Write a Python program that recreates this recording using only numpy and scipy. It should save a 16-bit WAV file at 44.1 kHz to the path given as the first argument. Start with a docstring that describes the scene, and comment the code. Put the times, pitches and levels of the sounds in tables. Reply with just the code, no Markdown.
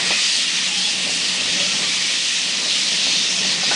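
"""A small steam locomotive rolls slowly, close by, in the open.
From the start, steam sputters out of its drains and leaky seals in a loud, surging hiss that now and
then half whistles. Under it the boiler drones and the wheels rumble on the rails. In the first two
seconds the rods knock a few times in their bearings and rubbing steel squeals faintly.
In the last second the knocks come more often and the drone swells."""
import sys
import numpy as np
from scipy import signal
from scipy.fft import rfft, irfft
from scipy.io import wavfile

SR = 44100
rng = np.random.default_rng(int(sys.argv[2]) if len(sys.argv) > 2 else 0)


def int16_out(signal):
    """Quantize to a 16-bit WAV file."""
    q = np.round(np.clip(np.atleast_2d(signal).T, -1, 1) * 32767)
    wavfile.write(sys.argv[1], SR, q.astype(np.int16))


N = 165375  # 3.75 seconds
T = np.arange(N) / SR  # the time of each sample, in seconds
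HZ = np.maximum(np.arange(N // 2 + 1) * SR / N, 1)  # the pitch of each point in a spectrum
CUTOFF_HZ = 10120  # the sound is cut off above this pitch


def from_db(db):
    """Turn decibels into a number to multiply a sound by."""
    return 10 ** (np.asarray(db) / 20)


def rms_one(x):
    """Scale a signal so that its average strength (rms) is 1."""
    return x / np.sqrt(np.mean(x ** 2) + 1e-20)


def in_time(rows):
    """Join (time_s, value) points with straight lines, giving a value for every sample."""
    return np.interp(T, *np.transpose(rows))


def swing(rows):
    """How many decibels a level curve lies above or below its own average."""
    db = in_time(rows)
    return db - db.mean()


def drift(rate_hz):
    """A smooth random wobble of about size 1; a higher rate wobbles faster."""
    step, warm_up = 40, 2000  # one random value every 40 samples; the first 2000 are skipped
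    memory = np.exp(-2 * np.pi * step * rate_hz / SR)
    noise = rng.standard_normal(N // step + warm_up + 2)
    slow = signal.lfilter([1], [1, -2 * memory, memory * memory], noise)[warm_up:]
    return np.interp(np.arange(N) / step, np.arange(len(slow)), rms_one(slow))


def narrow_noise(pitch_hz, width_hz):
    """Noise kept close to one pitch, so it sounds like a breathy, wavering tone."""
    resonance = 1 + (2 * (HZ - pitch_hz) / width_hz) ** 2
    return rms_one(irfft(rfft(rng.standard_normal(N)) / resonance, N))


def butter(x, hz, kind, order=2):
    """Keep the part of a sound below hz ("low") or above it ("high")."""
    return signal.sosfilt(signal.butter(order, min(hz, SR / 2 - 1), kind, fs=SR, output="sos"), x + 1e-18)


def turbulence(spectrum, levels, swirl_db, band_count):
    """Bands of noise that each waver on their own and follow the nearest (pitch_hz, level curve) pairs."""
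    hz, db = np.transpose(spectrum)
    colour = from_db(np.interp(np.log(HZ), np.log(hz), db))
    colour /= np.sqrt(1 + (hz[0] / HZ) ** 4)  # fade out below the lowest listed pitch
    colour = rms_one(colour * (HZ < CUTOFF_HZ + 60))
    centres = np.geomspace(hz[0], hz[-1], band_count)
    band_position = np.interp(np.log(HZ), np.log(centres), np.arange(band_count))
    white = rfft(rng.standard_normal((2, N)))  # two noises, so neighbouring bands differ
    anchors = np.log([pitch_hz for pitch_hz, _ in levels])
    curves = np.array([curve for _, curve in levels])
    out = 0
    for k, centre in enumerate(centres):
        window = np.sqrt(np.maximum(1 - abs(band_position - k), 0))
        band = irfft(white[k % 2] * colour * window, N)
        shares = np.array([np.interp(np.log(centre), anchors, row) for row in np.eye(len(levels))])
        out = out + band * from_db(shares @ curves + swirl_db * drift(rate_hz=16))
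    return out


def squeals():
    """Steel rubs on steel: each faint squeal is one shaky tone that swells, slides and fades."""
    # The squeals: start_s, length_s, first_hz, last_hz, level_db
    rubs = [(0.141, .1, 1180, 1280, -40), (0.678, 0.19, 855, 826, -43), (0.798, 0.246, 844, 770, -47.5),
            (1.562, .13, 575, 598, -40.5), (1.64, .14, 1378, 1290, -44), (1.812, 0.069, 1200, 1150, -36),
            (1.929, 0.066, 1240, 1193, -40)]
    shake_hz, flutter_db = 20.3, 4
    out = 0
    for start_s, length_s, first_hz, last_hz, level_db in rubs:
        progress = np.clip((T - start_s) / length_s, 0, 1)
        pitch_hz = first_hz + (last_hz - first_hz) * progress + shake_hz * drift(rate_hz=40)
        tone = np.sin(2 * np.pi * np.cumsum(pitch_hz) / SR)
        swell = np.sqrt(2 * abs(np.sin(np.pi * progress)))
        out = out + from_db(level_db + flutter_db * drift(rate_hz=25)) * swell * tone
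    return out


def boiler():
    """Air drawn through the boiler keeps one low note droning unevenly."""
    # How loud the drone is: time_s, level_db
    loudness = [(0.0, -41), (0.04, -35.5), (0.28, -50.5), (1.01, -38.5), (1.28, -48), (1.3, -41),
                (1.49, -53), (1.52, -38), (2.3, -48), (3.23, -40.5), (3.25, -50), (3.49, -31), (3.72, -43),
                (3.75, -37)]
    tone = narrow_noise(pitch_hz=184.1, width_hz=28)
    strength = abs(signal.hilbert(tone))
    steadier = rms_one(tone / (strength + .1) ** 0.29)  # partly even out the random swells
    return steadier * from_db(in_time(loudness))


def wheels():
    """The wheels rumble as they roll on the rails."""
    # The balance of low and high in the rumble: pitch_hz, relative_db
    colour = [(20, -16.5), (50, -15), (80, -16), (100, -13.5), (135, -4), (170, -2), (260, 4), (370, -3.5),
              (550, -1), (850, -5), (1300, -7.5), (2000, -23)]
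    # How the deep bass rises and falls: time_s, relative_db
    bass = [(0, -58), (.5, -64.5), (1.03, -59), (1.13, -53), (1.34, -54.5), (1.44, -49), (1.62, -54.5),
            (1.82, -53.5), (2.1, -61), (2.4, -60.5), (2.65, -55), (2.87, -62.5), (3.2, -61.5), (3.5, -59.5),
            (3.75, -47)]
    # How the rest of the rumble rises and falls: time_s, relative_db
    rolling = [(0.0, -36), (0.12, -40), (0.15, -42), (0.33, -46), (1.63, -38), (1.66, -44), (1.83, -35),
               (1.85, -41), (2.34, -46), (2.64, -39), (2.8, -43), (2.85, -42.5), (3.65, -39), (3.75, -39)]
    levels = [(90, swing(bass)), (180, swing(rolling))]
    return from_db(-38.5) * turbulence(colour, levels, swirl_db=1.5, band_count=16)


def knocks():
    """Rods knock in loose bearings: metal rings over a short clatter, some knocks duller, some brighter."""
    # The knocks, with their levels before dulling: start_s, level_db, brightness_hz
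    hits = [(.105, -21.5, 1000), (.114, -35, 1040), (1.064, -28.5, 900), (1.092, -33, 1010),
            (1.586, -42, 700), (1.817, -35, 1310), (2.66, -37, 1100), (2.919, -29.5, 910),
            (3.067, -27.5, 855), (3.091, -32, 800), (3.447, -29.5, 960), (3.632, -28, 1600),
            (3.712, -20, 1980), (3.731, -28, 1590)]
    # The notes the rods and frame ring with: pitch_hz, relative_db, fade_s (time to drop 60 dB)
    notes = [(474, -14, 0.079), (593, -0.5, .08), (645, -4.5, 0.073), (725, -2, .07), (812, -4, .07),
             (980, -10, 0.088), (1190, -11, .1), (1497, 1, 0.085), (1660, -16, .07)]
    ring_db, clatter_db, clatter_fade_s = -4, -2.5, 0.12
    out = np.zeros(N + SR)
    t = T[:SR // 2]
    for start_s, level_db, brightness_hz in hits:
        ring = 0
        for pitch_hz, note_db, fade_s in notes:  # each hit gets its own random mix of the notes
            sign = rng.choice([-1, 1])
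            fade = from_db(note_db + rng.normal(0, 4.3) - 60 * t / fade_s)
            ring = ring + sign * fade * np.sin(2 * np.pi * pitch_hz * t)
        noise = butter(rng.standard_normal(len(t)), 400, "high")
        clatter = rms_one(butter(noise, brightness_hz, "low"))
        knock = from_db(ring_db) * ring + from_db(clatter_db - 60 * t / clatter_fade_s) * clatter
        start = int(start_s * SR)
        out[start:start + len(t)] += from_db(level_db) * butter(knock, brightness_hz, "low", order=4)
    return out[:N]


def whistles():
    """For a moment a steam jet catches a natural note of its opening and half whistles."""
    # The whistles: middle_s, length_s, pitch_hz, width_hz, level_db
    notes = [(0.15, 0.099, 2520, 150, -27), (.29, 0.25, 4660, 450, -26.5), (0.49, 0.18, 2860, 140, -33),
             (0.807, .11, 3180, 170, -29), (0.863, 0.064, 3370, 161, -23.5), (0.853, .1, 4300, 350, -28),
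             (1.045, 0.31, 2780, 150, -30.5), (1.412, .06, 2650, 150, -30), (1.632, 0.074, 3370, 150, -26),
             (2.0, 0.33, 2280, 170, -33), (2.72, 0.034, 3940, 400, -25), (3.115, .16, 4250, 350, -26),
             (3.175, 0.33, 3660, 200, -27), (3.285, .05, 2730, 140, -28), (3.66, .08, 4900, 300, -25)]
    out = 0
    for middle_s, length_s, pitch_hz, width_hz, level_db in notes:
        swell = np.exp(-(2 * (T - middle_s) / length_s) ** 2)
        out = out + from_db(level_db) * swell * narrow_noise(pitch_hz, width_hz)
    return out


def steam():
    """The jets hiss, surging with the flow of steam and sputtering as water passes through them."""
    # The balance of low and high in the hiss: pitch_hz, relative_db
    colour = [(500, -28), (1000, -17), (1600, -13.5), (1720, -9.5), (1860, -3), (2080, -6.5), (2500, -1.2),
              (2850, -0.14), (3700, 0.4), (5000, -1.5), (6200, -4), (7100, -9), (8400, -11.5),
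              (10000, -18.5)]
    # How five parts of the hiss surge, from lowest to highest: time_s, relative_db
    low = [(0.0, -24.5), (0.01, -28.5), (0.11, -27), (0.42, -33), (0.44, -30.5), (0.7, -30), (0.71, -28.5),
           (0.73, -33.5), (1.77, -30.5), (2.13, -31), (2.21, -34), (2.27, -31.5), (2.58, -32.5),
           (2.81, -31.5), (3.4, -33.5), (3.47, -28), (3.53, -32), (3.75, -27)]
    middle = [(0.0, -26), (0.11, -24.5), (0.71, -25), (0.85, -25), (0.94, -27.5), (1.16, -26), (1.38, -26),
              (1.41, -21), (1.42, -26.5), (1.64, -22.5), (1.71, -25.5), (2.4, -24.5), (2.66, -28),
              (2.67, -36), (2.71, -23), (2.73, -23), (2.88, -26.5), (2.89, -24), (3.51, -25.5),
              (3.6, -30.5), (3.61, -26), (3.75, -27.5)]
    upper = [(0.0, -24.5), (0.29, -24), (0.76, -27.5), (0.81, -23), (1.04, -27), (1.27, -25.5), (1.32, -25),
             (1.36, -26.5), (1.65, -24), (1.73, -27.5), (1.83, -24.5), (2.59, -27), (2.74, -23.5),
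             (2.76, -24.5), (3.17, -23), (3.36, -28.5), (3.52, -22), (3.58, -27.5), (3.65, -22.5),
             (3.75, -24.5)]
    treble = [(0.0, -27.5), (0.25, -24.5), (0.44, -26), (0.46, -30), (0.57, -24), (0.6, -27.5), (0.88, -26),
              (1.09, -31.5), (1.1, -26.5), (1.39, -29), (1.64, -24.5), (1.87, -27.5), (2.4, -25.5),
              (2.45, -29.5), (2.64, -26), (3.48, -24), (3.58, -28), (3.75, -23)]
    top = [(0.0, -33), (0.01, -34), (0.38, -32.5), (0.57, -36), (1.26, -33.5), (1.48, -36), (2.31, -33.5),
           (2.52, -38), (2.71, -34.5), (3.65, -37.5), (3.68, -35), (3.75, -34)]
    surge_share = 0.87  # how much of each curve's rise and fall reaches the hiss
    level_db, sputter_db = -20, 0.39
    curves_by_hz = [(2300, low), (2700, middle), (3300, middle), (3700, upper), (4800, upper),
                    (5300, treble), (6500, treble), (7800, top)]
    levels = [(pitch_hz, surge_share * swing(curve)) for pitch_hz, curve in curves_by_hz]
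    hiss = turbulence(colour, levels, swirl_db=0.97, band_count=30)
    return hiss * from_db(level_db + sputter_db * drift(rate_hz=25))


def scene():
    """The whole engine is heard straight ahead, the same in both ears."""
    engine = steam() + whistles() + boiler() + wheels() + knocks() + squeals()
    return np.array([engine, engine])


def record(dry):
    """Cut away the very highest treble steeply."""
    treble_cut = signal.ellip(12, .02, 70, CUTOFF_HZ, fs=SR, output="sos")
    return signal.sosfiltfilt(treble_cut, dry)


dry = scene()
out = record(dry)
int16_out(out)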